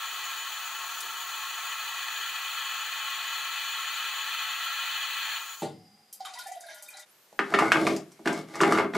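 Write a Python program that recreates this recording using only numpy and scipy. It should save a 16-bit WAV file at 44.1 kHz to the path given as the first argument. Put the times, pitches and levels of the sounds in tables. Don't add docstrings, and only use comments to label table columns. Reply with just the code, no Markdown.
import sys
import numpy as np
from scipy import signal
from scipy.fft import rfft, irfft, next_fast_len
from scipy.io import wavfile
from scipy.ndimage import uniform_filter1d

SR = 44100
rng = np.random.default_rng(int(sys.argv[2]) if len(sys.argv) > 2 else 0)


def attenuation_scalar(level_db):
    decades = np.asarray(level_db, float) / 20
    return 10 ** decades


def unload_audio(sound):
    columns = np.transpose(np.atleast_2d(sound))
    steps = np.round(np.clip(columns, -1, 1) * 32767)
    wavfile.write(sys.argv[1], SR, steps.astype(np.int16))


N = 395577
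SIZE = next_fast_len(N)
HZ, TIME = np.fft.rfftfreq(SIZE, 1 / SR), np.arange(N) / SR
VALVE_SHUT_S, SCENE_CHANGES_S = 5.62, 7.06


def noise():
    return rng.standard_normal(N)


def evened(x):
    return x / np.sqrt(np.mean(x ** 2) + 1e-20)


def read(points, hz):
    f, value = np.transpose(points)
    return np.interp(np.log(hz + 1), np.log(f + 1), value)


def curves(rows):
    s, *columns = np.transpose(rows)
    inside = 1. * (TIME > s[0] - .002) * (TIME < s[-1] + .002)
    gate = uniform_filter1d(inside, 150)
    return [np.interp(TIME, s, c) for c in columns] + [gate]


def add(mix, s, sound):
    part = mix[round(s * SR):][:len(sound)]
    part += sound[:len(part)]


def modal(modes):
    hz = HZ[::16]
    response = 0j * hz
    for k, (f, width, db) in enumerate(modes):
        response += (-1) ** k * attenuation_scalar(db) * width / 2 / (width / 2 + 1j * (hz - f))
    return np.interp(HZ, hz, response)


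def shaped(x, response):
    return evened(irfft(rfft(x, SIZE) * response, SIZE)[:N])


def hum(colour, modes=(), under_db=0.):
    base = attenuation_scalar(read(colour, HZ) + under_db)
    return shaped(noise(), np.sqrt(base ** 2 + abs(modal(modes)) ** 2))


def burst(centre_hz, octaves, t60, rise=0.00038):
    t, hz = TIME[:8192], np.fft.rfftfreq(8192, 1 / SR)
    bell = np.exp(-.5 * (np.log2((hz + 1) / centre_hz) / max(octaves, .1)) ** 2)
    puff = evened(irfft(rfft(rng.standard_normal(8192)) * bell))
    return puff * attenuation_scalar(-60 * t / t60) * np.minimum(t / rise, 1)


def struck(modes, spread_db, damping, near_hz, db_per_octave):
    t = TIME[:6000]
    ring = np.zeros(len(t))
    for f, width, db in modes:
        start_db = db + spread_db * rng.standard_normal() - db_per_octave * np.log2(f / near_hz) ** 2
        ring += attenuation_scalar(start_db - damping * width * t) * np.sin(2 * np.pi * f * t + rng.uniform(0, 4.5))
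    return np.pad(ring / abs(ring).max(), (0, 2192))


def echoes(decay, start):
    taps = np.zeros((2, 22050))
    slots = np.arange(start, 22000, 20)
    at = slots + rng.integers(0, 20, (2, len(slots)))
    np.put_along_axis(taps, at, rng.choice([-1., 1.], at.shape), 1)
    hz, t, z = signal.stft(taps, SR, nperseg=256)
    fading = attenuation_scalar(-60 * t / read(decay, hz)[:, None])
    tail = signal.istft(z * fading, SR, nperseg=256)[1]
    tail[:, :start] = 0
    return tail / np.linalg.norm(tail[0])


# f/Hz, t60/s
ROOM_DECAY = [(150, 0.48), (600, 0.29), (2500, 0.27), (9000, 0.17)]


def room(x, wet_db, shared):
    tail = echoes(ROOM_DECAY, start=120)
    no_bass = signal.butter(1, 500, "high", fs=SR, output="sos")
    apart = signal.sosfilt(no_bass, tail[1] - tail[0])
    tail = tail[0] + (1 - shared) * np.array([-apart, apart]) / 2
    return x + attenuation_scalar(wet_db) * signal.oaconvolve(x[None], tail, axes=1)[:, :N]


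def ports(a, b, same, balance_db):
    same, a, b = np.clip(same, 0, 1), rfft(a, SIZE), rfft(b, SIZE)
    right = same * a + np.sqrt(1 - same ** 2) * b
    pair = np.array([a * attenuation_scalar(balance_db / 2), right * attenuation_scalar(-balance_db / 2)])
    return irfft(pair, SIZE)[:, :N]


# f/Hz, level/dB per Hz
RUMBLE = [(20, 1.5), (100, 5.5), (160, -13), (300, -27), (1000, -88)]


def handling_rumble(dry):
    lowpass = signal.butter(2, 300, fs=SR, output="sos")
    shocks = signal.sosfiltfilt(lowpass, dry.mean(0))
    shake = np.sqrt(abs(uniform_filter1d(shocks ** 2, 2000)))
    steady = attenuation_scalar(-92.0 - 7.2 * (TIME > VALVE_SHUT_S))
    return (steady + attenuation_scalar(-35.0) * shake) * ports(hum(RUMBLE), hum(RUMBLE), 1.0, .5)


# f/Hz, level/dB per Hz
ROOM_AIR = [(24, -82), (55, -44), (110, -9), (150, -11), (280, -11), (359, -4.5), (562, -5.5), (704, -6.5),
            (1220, -6.5), (9650, -13), (13300, -15), (15500, -42)]
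ROOM_AIR_DB = -62
# start t/s, end t/s, f/Hz, width/Hz, level/dB
WHINES = [
    (5.62, 6.8, 4860, 84, -66.5),
    (5.62, 6.4, 5200, 250, -72),
    (5.62, 6.2, 4700, 90, -74),
    (5.62, 6.45, 739, 24, -70),
    (5.7, 6.4, 810, 37, -69.5),
    (5.616, 6.296, 207.5, 15, -63),
    (5.62, 6.302, 2087, 60, -75),
    (8.123, 8.3, 2220, 200, -58),
]


def quiet_room():
    likeness = read([(300, 0.99), (3000, 0.48)], HZ)
    air_db = ROOM_AIR_DB - 4.2 * (TIME < SCENE_CHANGES_S)
    air = attenuation_scalar(air_db) * ports(hum(ROOM_AIR), hum(ROOM_AIR), likeness, 0.)
    for start, end, hz, width, db in WHINES:
        fade = np.clip((end - TIME) / 0.57, 0, 1) * (TIME > start)
        air = air + attenuation_scalar(db) * fade * shaped(noise(), modal([(hz, width, 0)]) ** 2)
    return air * np.clip((TIME - 5.55) / .06, .03, 1)


# t/s, level/dB, length/s
THUMP = (5.618, -29.5, 0.009)
# f/Hz, level/dB per Hz
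THUMP_COLOUR = [(35, -58), (75, -7), (130, -6), (220, -6), (480, -2.5), (800, -2.5), (948, -15),
                (1460, -19), (1600, -26), (4080, -20.5), (5620, -32), (7740, -29), (14000, -41)]
# f/Hz, t60/s
THUMP_DECAY = [(100, 0.8), (300, 0.29), (800, 0.2), (3000, 0.28), (10000, 0.23)]


def thump():
    s, db, length = THUMP
    push = np.zeros(N)
    add(push, s, rng.standard_normal(2000) * np.exp(-TIME[:2000] / length))
    ring = signal.oaconvolve(push, echoes(THUMP_DECAY, start=1)[0])[:N]
    ring = shaped(ring, attenuation_scalar(read(THUMP_COLOUR, HZ))) * np.clip((TIME - s) / 0.0038, 0, 1)
    loudest = np.sqrt(uniform_filter1d(ring ** 2, 800).max())
    return attenuation_scalar(db) * ring / loudest


# t/s, f/Hz, level/dB
SQUEAK = [
    (7.09, 9647, -76),
    (7.124, 12653, -73),
    (7.134, 13200, -81),
    (7.222, 13300, -79),
    (7.26, 13989, -79),
    (7.3, 12696, -90.5),
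    (7.338, 13264, -86),
    (7.38, 13608, -77),
]


def squeak():
    hz, db, gate = curves(SQUEAK)
    waver = 1 + .006 * evened(uniform_filter1d(noise(), 200))
    phase = 2 * np.pi * np.cumsum(hz * waver) / SR
    lower = .5 * (TIME > 7.14) * (TIME < 7.26) * np.sin(0.96 * phase)
    return np.sqrt(2) * attenuation_scalar(db + 9.5) * gate * (np.sin(phase) + lower)


# t/s, f/Hz, level/dB
NECK = [
    (6.2, 760, -68),
    (6.29, 750, -56),
    (6.39, 736, -55),
    (6.45, 750, -72),
    (6.47, 760, -49),
    (6.58, 715, -48),
    (6.66, 680, -52),
    (6.79, 608, -67),
    (7.05, 610, -69),
]
NECK_WIDTH_HZ = 30


def neck():
    hz, db, gate = curves(NECK)
    r = np.exp(-np.pi * NECK_WIDTH_HZ / SR)
    slow = signal.lfilter([1], np.convolve([1, -r], [1, -r]), noise() + 1j * noise())
    carrier = np.exp(2j * np.pi * np.cumsum(hz) / SR)
    return attenuation_scalar(db) * gate * evened((slow * carrier).real)


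# t/s, level/dB, f/Hz
GLUGS = [(6.204, -32, 756), (6.244, -41.5, 741), (6.336, -44, 726), (6.459, -36, 769), (6.484, -35.5, 711),
         (6.514, -34, 746), (6.561, -38, 687), (6.623, -50, 735), (6.656, -42.5, 668), (6.704, -49, 634),
         (6.759, -68, 620), (6.824, -60, 810), (6.944, -48, 761)]
# t/s, level/dB, f/Hz
PLINKS = [(6.2505, -43, 1233), (6.2646, -43, 1130), (6.354, -45, 947), (6.3742, -42, 1000),
          (6.393, -39, 1445), (6.461, -47, 1760), (6.6378, -47, 1610), (6.6837, -42.5, 1620),
          (6.7026, -50, 1620), (6.886, -40.5, 2420), (6.9384, -45, 3910), (6.943, -48, 4080),
          (6.955, -51, 3920), (6.3, -51, 2480), (6.52, -51, 1970), (6.98, -55, 5700), (6.9944, -51, 1950),
          (6.371, -46, 1950), (6.976, -58, 775), (6.99, -63, 1410), (7.03, -47, 3650), (6.862, -51, 3680)]
BUBBLE_T60_S, BUBBLE_T60_POWER = 0.075, -0.66


def bubbles():
    out, t = np.zeros(N), TIME[:8000]
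    for s, db, hz in list(GLUGS) + list(PLINKS):
        t60 = BUBBLE_T60_S * (hz / 750) ** BUBBLE_T60_POWER
        swell = attenuation_scalar(-60 * t / t60) * (1 - np.exp(-t / 0.0063))
        tone = np.sin(2 * np.pi * hz * (t + 0.17 * t ** 2))
        add(out, s, attenuation_scalar(db) * swell / swell.max() * tone)
    return out


# t/s, level/dB, centre f/Hz
SPLATS = [(6.127, -27, 10500), (6.205, -38.5, 4930), (6.2485, -36, 3280), (6.336, -32, 5000),
          (6.387, -30, 5700), (6.469, -33.5, 7600), (6.519, -35.5, 7140), (6.554, -47, 3650),
          (6.6074, -36, 7000), (6.703, -48, 3150), (6.7445, -35.5, 10300), (6.7844, -44, 5760),
          (6.8237, -31, 9300), (6.8833, -33, 12500), (6.9044, -39, 7300), (6.969, -35.5, 5710),
          (6.993, -36, 7750)]
# t/s, level/dB
SPRAY = [(6.1494, -55), (6.2544, -38), (6.389, -34), (6.4094, -41), (6.4373, -38), (6.477, -40),
         (6.5555, -44), (6.5744, -51), (6.6014, -40), (6.6648, -41), (6.7027, -46), (6.7794, -43),
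         (6.9696, -43)]
# f/Hz, width/Hz, level/dB
AIR_MODES = [(620, 16, -8), (860, 66, -7), (1026, 23, -6), (1427, 34, -1.5), (1620, 57, -7.5),
             (1950, 210, -9.5), (2300, 70, -14), (2800, 23, -16), (3150, 51, -10), (3650, 41, -7),
             (4810, 62, -12.5), (5900, 59, -23)]
SPLAT_OCTAVES, WIDER_PER_DB = .3, .045
SPRAY_HZ, SPRAY_OCTAVES = 10500, 0.14


def drops():
    out = np.zeros(N)
    for s, db, hz in SPLATS:
        octaves = SPLAT_OCTAVES + WIDER_PER_DB * (db + 40.5)
        add(out, s, attenuation_scalar(db - 11.5) * burst(hz, octaves, 0.12))
    out = out + attenuation_scalar(-9.5) * np.sqrt(np.mean(out ** 2)) * shaped(out, modal(AIR_MODES))
    for s, db in SPRAY:
        add(out, s, attenuation_scalar(db - 11.5) * burst(SPRAY_HZ * rng.uniform(0.98, 1.11), SPRAY_OCTAVES, 0.064))
    return out


# t/s, level/dB
TRICKLE = [
    (6.2, -53),
    (6.246, -58),
    (6.252, -37.5),
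    (6.33, -53),
    (6.404, -46),
    (6.596, -60.5),
    (6.704, -45.5),
    (6.818, -56.5),
    (7.05, -50.5),
]
# f/Hz, level/dB per Hz
TRICKLE_COLOUR = [(290, -67), (500, -33), (724, -24), (909, -36), (1450, -18), (2500, -10), (2920, -21),
                  (3940, -9.5), (10800, -17.5), (15000, -41)]


def trickle():
    db, gate = curves(TRICKLE)
    steady = hum(TRICKLE_COLOUR, AIR_MODES, under_db=-6.0)
    z = signal.stft(steady, SR, nperseg=512)[2]
    patches = uniform_filter1d(rng.standard_normal(z.shape), 9, 0)
    patches = evened(uniform_filter1d(patches, 5, 1))
    patchy = evened(signal.istft(z * attenuation_scalar(4.4 * patches), SR, nperseg=512)[1][:N])
    return attenuation_scalar(db - 3) * gate * patchy


def dribble():
    return bubbles() + drops() + neck() + trickle()


# start t/s, rise/s, hold/s, grip level/dB, rattle change as it seats/dB
TURNS = [
    (7.381, 0.24, 0.048, -32, -1.5),
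    (7.681, 0.075, 0.18, -29, -42),
    (8.24, 0.021, 0.13, -40.5, -10.5),
    (8.471, 0.18, 0.14, -29.5, -5.5),
    (8.925, 0.024, 0.03, -29.5, -15),
]
RISE_FROM_DB, LET_GO_DB_PER_S = -31.5, -330
RATTLE_DB, THREAD_HISS_DB, HISS_SLOPE = 0.7, -44.5, 0.45


def turns():
    rattle, boom, hiss = np.zeros((3, N))
    for start, rise, hold, grip_db, seat_db in TURNS:
        t = TIME - start
        rise_db = RISE_FROM_DB * np.clip(1 - t / rise, 0, 1)
        let_go_db = LET_GO_DB_PER_S * np.maximum(t - rise - hold, 0)
        shape = attenuation_scalar(rise_db + let_go_db) * np.clip(t / 0.011, 0, 1)
        seated = np.clip(t / (rise + hold), 0, 1) ** 2
        rattle = rattle + shape * attenuation_scalar(grip_db + RATTLE_DB + seat_db * seated)
        boom = boom + shape * attenuation_scalar(grip_db)
        hiss = hiss + shape * attenuation_scalar(THREAD_HISS_DB + HISS_SLOPE * (grip_db + 32.5 - rise_db))
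    return rattle, boom, hiss


# f/Hz, width/Hz, level/dB
TANK_MODES = [(165.6, 25, -3), (216, 26, -6.5), (263, 23, -7), (298, 19, -12), (323, 39, -1),
              (362.5, 21, -2.5), (394.6, 12.6, -4.5), (428, 40, -4.5), (565, 37, -3.5), (648, 32, -7),
              (711, 21, -7)]
# f/Hz, width/Hz, level/dB
CAP_MODES = [(832, 81, 11), (986, 230, 5), (1170, 140, 8.5), (1286, 61, 6.5), (1360, 36, -5),
             (1490, 130, 7), (1700, 150, -6), (1950, 140, -3), (2110, 140, 7.5), (2376, 130, -3),
             (2830, 98, -43)]
# f/Hz, level/dB per Hz
CRACK_COLOUR = [(1470, -2.5), (2500, -7.5), (3720, -3.5), (6640, -8.5), (7980, -10.5), (9440, -13),
                (12600, -18.5), (15500, -42)]


def screwing():
    rattle, drum, hiss = turns()
    slips = attenuation_scalar(6.0 * np.minimum(rng.exponential(1, N), 4)) * rng.choice([-1, 1], N)
    slips = slips * (rng.random(N) < 700 / SR)
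    rub = evened(slips) + 0.96 * noise()
    shell = rattle * shaped(rub, modal(CAP_MODES))
    tank = drum * shaped(rub, modal(TANK_MODES))
    crackle = hiss * shaped(rub + noise(), attenuation_scalar(read(CRACK_COLOUR, HZ)))
    return shell + tank + crackle


# t/s, level/dB, hardness/dB, cap f/Hz, squareness/dB (how much it drums the tank)
KNOCKS = [(7.327, -41, -13, 604, -9), (7.391, -7, -28.5, 1244, 1.5), (7.522, -21.5, -25, 700, 3),
          (7.539, -5.5, -26.5, 1250, 4), (7.5441, -11.5, -24, 1900, 9.5), (7.588, -5.5, -18, 1250, -17),
          (7.597, -12, -28, 1110, -16), (7.623, -8, -28, 820, -13), (7.7187, -3, -16, 1573, -22),
          (7.725, -18.5, -18, 1870, -6), (7.758, -14, -28, 1250, -4), (7.8674, -15, -11, 2180, 7),
          (7.872, -12, -15, 1140, 4), (7.964, -28.5, 1, 1150, -10), (7.975, -32, -21, 500, -2),
          (8.118, -52.5, 10.5, 972, 0), (8.193, -44.5, -12, 835, 10), (8.2574, -21, -14, 1690, 11),
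          (8.2739, -12.5, -14.5, 1580, 7), (8.293, -16, -29, 880, 6), (8.329, -24, -7, 740, -15),
          (8.531, -51, -17, 1770, -12), (8.545, -32, -14, 1840, -16), (8.555, -24.5, -7.5, 1170, 4),
          (8.604, -12, -23, 1530, 7), (8.613, -12, -6.5, 1130, 8), (8.6339, -7.5, -22, 1210, 2),
          (8.667, -18, -24, 1000, 0), (8.75, -16, -22, 1390, 2), (8.8, -11, -29, 910, 2),
          (8.845, -20, -34, 1070, 9.5), (8.723, -11.5, -11.5, 1220, -3), (8.775, -12.5, -18, 1140, 11),
          (8.7853, -10.5, -32, 1490, 4), (8.934, -30, -19, 700, 15), (8.937, -26.5, -26, 1840, 13),
          (8.949, -19, -15, 1360, -11)]
BOOM_DB, BOOM_SLOPE = -21.5, 0.71


def knocks():
    out, t = np.zeros(N), TIME[:8192]
    for s, db, hard_db, hz, square_db in KNOCKS:
        boom = struck(TANK_MODES, 2.6, 25.0, near_hz=370, db_per_octave=3.0)
        boom = boom * (1 - np.exp(-t / 0.0052))
        clack = 0.8 * burst(hz, 0.79, 0.051, rise=0.00039)
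        tone = 2.7 * attenuation_scalar(-60 * t / 0.014) * np.sin(2 * np.pi * hz * t) * np.minimum(t / 0.00079, 1)
        ring = 0.82 * struck(CAP_MODES, 2.8, 20.0, near_hz=hz, db_per_octave=15.)
        shell = clack + tone + ring * np.minimum(t / 0.00067, 1)
        tick = 0.53 * burst(5900, 0.51, 0.068, rise=0.0004) + burst(4700, 0.99, 0.0064, rise=0.00028)
        boom_db = BOOM_DB + BOOM_SLOPE * (db + 12.0) + square_db
        add(out, s, attenuation_scalar(db - 9.0) * shell + attenuation_scalar(boom_db) * boom + attenuation_scalar(db + hard_db - 4.5) * tick)
    return out


# t/s, level/dB, f/Hz
PIPE_TICK = [
    (1.005, -26.5, 7400),
]


def pipe_tick():
    out = np.zeros(N)
    for s, db, hz in PIPE_TICK:
        add(out, s, attenuation_scalar(db - 7.5) * burst(hz, 0.73, 0.1, rise=0.00045))
        add(out, s, attenuation_scalar(-61.0) * burst(370, 0.38, 0.75, rise=0.018))
    return out


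# f/Hz, level/dB per Hz
FLOW_COLOUR = [(120, -106), (280, -41), (440, -38.5), (615, -33.5), (900, -29), (4300, -39), (4800, -33),
               (6110, -45), (10300, -120)]
# f/Hz, width/Hz, level/dB
PIPE_MODES = [(388, 80, -27), (672, 24, -22), (729, 73, -18), (790, 22, -20), (869, 61, -10),
              (928, 34, -10), (990, 20, -23), (1088, 38, -3), (1127, 56, -8), (1200, 29, -12),
              (1253, 64, -7), (1312, 60, -3), (1365, 58, -2), (1495, 47, -9), (1577, 35, -11),
              (1637, 33, -3), (1677, 35, -7), (1758, 70, -4), (1841, 60, -11), (1934, 43, -3),
              (1991, 103, -8), (2062, 62, -12), (2138, 75, -17), (2216, 83, -14), (2298, 20, -15),
              (2381, 63, -6), (2463, 45, 0), (2585, 81, -3), (2688, 43, -6), (2785, 53, -12),
              (2850, 48, -9), (2973, 44, -2), (3017, 52, -1), (3076, 62, -7), (3118, 23, -9),
              (3163, 32, -4), (3267, 96, -4), (3399, 35, -5), (3443, 71, -7), (3550, 50, -5),
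              (3627, 132, -15), (3708, 30, -16), (3749, 97, -19), (3823, 61, -11), (3869, 37, -10),
              (3979, 52, -9), (4057, 49, -7), (4135, 84, -13), (4214, 63, -9), (4284, 62, -5),
              (4375, 70, -10), (4498, 37, -21), (4547, 32, -23), (4601, 46, -18), (4648, 94, -16)]


def ringing_pipes():
    hz = HZ[::16]
    power = attenuation_scalar(read(FLOW_COLOUR, hz)) ** 2
    for f, width, db in PIPE_MODES:
        power = power + (attenuation_scalar(db) / (1 + (2 * (hz - f) / width) ** 2)) ** 2
    power = power / (1 + (270 / (hz + 1)) ** 4)
    return shaped(noise(), np.interp(HZ, hz, np.sqrt(power)))


# t/s, level/dB
FLOW = [
    (0, -36),
    (1, -38.5),
    (1.5, -36.5),
    (2.3, -34.5),
    (5.36, -31.5),
    (5.62, -31),
]
# t/s, opening level/dB
CLOSING = [
    (5.36, -0.5),
    (5.42, -9),
    (5.53, -11.5),
    (5.58, -20),
    (5.62, -18),
]
# f/Hz, level/dB per Hz
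HISS_COLOUR = [(2650, -26), (4500, -2), (4900, -10.5), (5190, -10.5), (6720, -7), (7750, -7), (8750, -10),
               (10400, -11.5), (12600, -18.5), (13400, -10), (14500, -7), (15400, -3), (15900, -6.5)]
# f/Hz, width/Hz, level/dB
VALVE_MODES = [(5720, 7.8, -5), (6102, 120, -6.5), (6490, 35, -3.5), (6680, 35, 1), (6960, 22, 4),
               (7300, 130, -11), (8040, 61, -15.5), (8340, 73, -14.5), (8950, 36, -27.5), (9100, 110, -15),
               (9870, 130, -15.5), (10200, 26, -14), (10500, 67, -12), (10840, 64, -11.5),
               (11300, 110, -18.5), (11970, 49, -11), (12400, 43, -13), (13200, 40, -19), (13580, 140, -8),
               (13860, 60, -4), (14200, 64, -8), (14600, 100, -11), (14910, 70, -3.5), (15660, 52, -2)]
# f/Hz, t60/s
WALL_DECAY = [(300, 0.058), (3000, 0.094), (12000, 0.024)]
# f/Hz, likeness (0 to 1)
FLOW_SAME = [(60, 0.59), (180, 1.0), (550, 1), (1650, 0.98), (4970, 0.68), (15000, 0.75)]
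# f/Hz, level/dB
FLOW_BALANCE = [(60, 15), (180, 4.5), (550, 3.5), (1650, 0.5), (4970, 4), (15000, 0)]
LOW_PIPES_DB, VALVE_HISS_DB = -33.5, -43
LOW_FOLLOWS, HISS_FOLLOWS = 0.58, 0.25


def flow():
    ring_db, gate = curves(FLOW)
    shut_db = curves(CLOSING)[0]
    flicker = attenuation_scalar(0.61 * evened(uniform_filter1d(noise(), 500))) * gate
    upper, low = attenuation_scalar(ring_db + shut_db), attenuation_scalar(LOW_PIPES_DB + LOW_FOLLOWS * shut_db)
    hiss_level = attenuation_scalar(VALVE_HISS_DB + HISS_FOLLOWS * shut_db)
    lowpass = signal.butter(4, 1450, fs=SR, output="sos")
    pair = []
    for wall in echoes(WALL_DECAY, start=60):
        pipes = ringing_pipes()
        pipes = upper * pipes + (low - upper) * signal.sosfiltfilt(lowpass, pipes)
        hiss = flicker * hiss_level * hum(HISS_COLOUR, VALVE_MODES, under_db=-8.5)
        wall_hiss = attenuation_scalar(-4.0) * signal.oaconvolve(hiss, wall)[:N]
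        pair.append(flicker * pipes + hiss + wall_hiss)
    pair[0] = pair[0] + pipe_tick()
    return ports(*pair, read(FLOW_SAME, HZ), read(FLOW_BALANCE, HZ))


def scene():
    water_ends = np.clip((SCENE_CHANGES_S - TIME) / 0.036, 0, 1)
    water = attenuation_scalar([[-.6], [.6]]) * room(dribble(), -4.0, 0.29) * water_ends
    lid = attenuation_scalar([[-.3], [.3]]) * room(screwing() + knocks(), -4.1, 0.45)
    late = quiet_room() + room(thump() + squeak(), -10.0, 0.2) + water + lid
    late_edge = signal.cheby2(8, 40, 15600, fs=SR, output="sos")
    return flow() + signal.sosfilt(late_edge, late)


def roll_off(x):
    return signal.sosfilt(signal.butter(12, 16580, fs=SR, output="sos"), x)


def record(dry):
    bass_cut = signal.butter(5, 125, "high", fs=SR, output="sos")
    heard = signal.sosfilt(bass_cut, dry) + handling_rumble(dry)
    treble_edge = signal.firwin(1023, 15700, window=("kaiser", 9), fs=SR)
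    mix = signal.oaconvolve(heard, treble_edge[None], "same")
    return roll_off(mix)


dry = scene()
out = record(dry)
unload_audio(out)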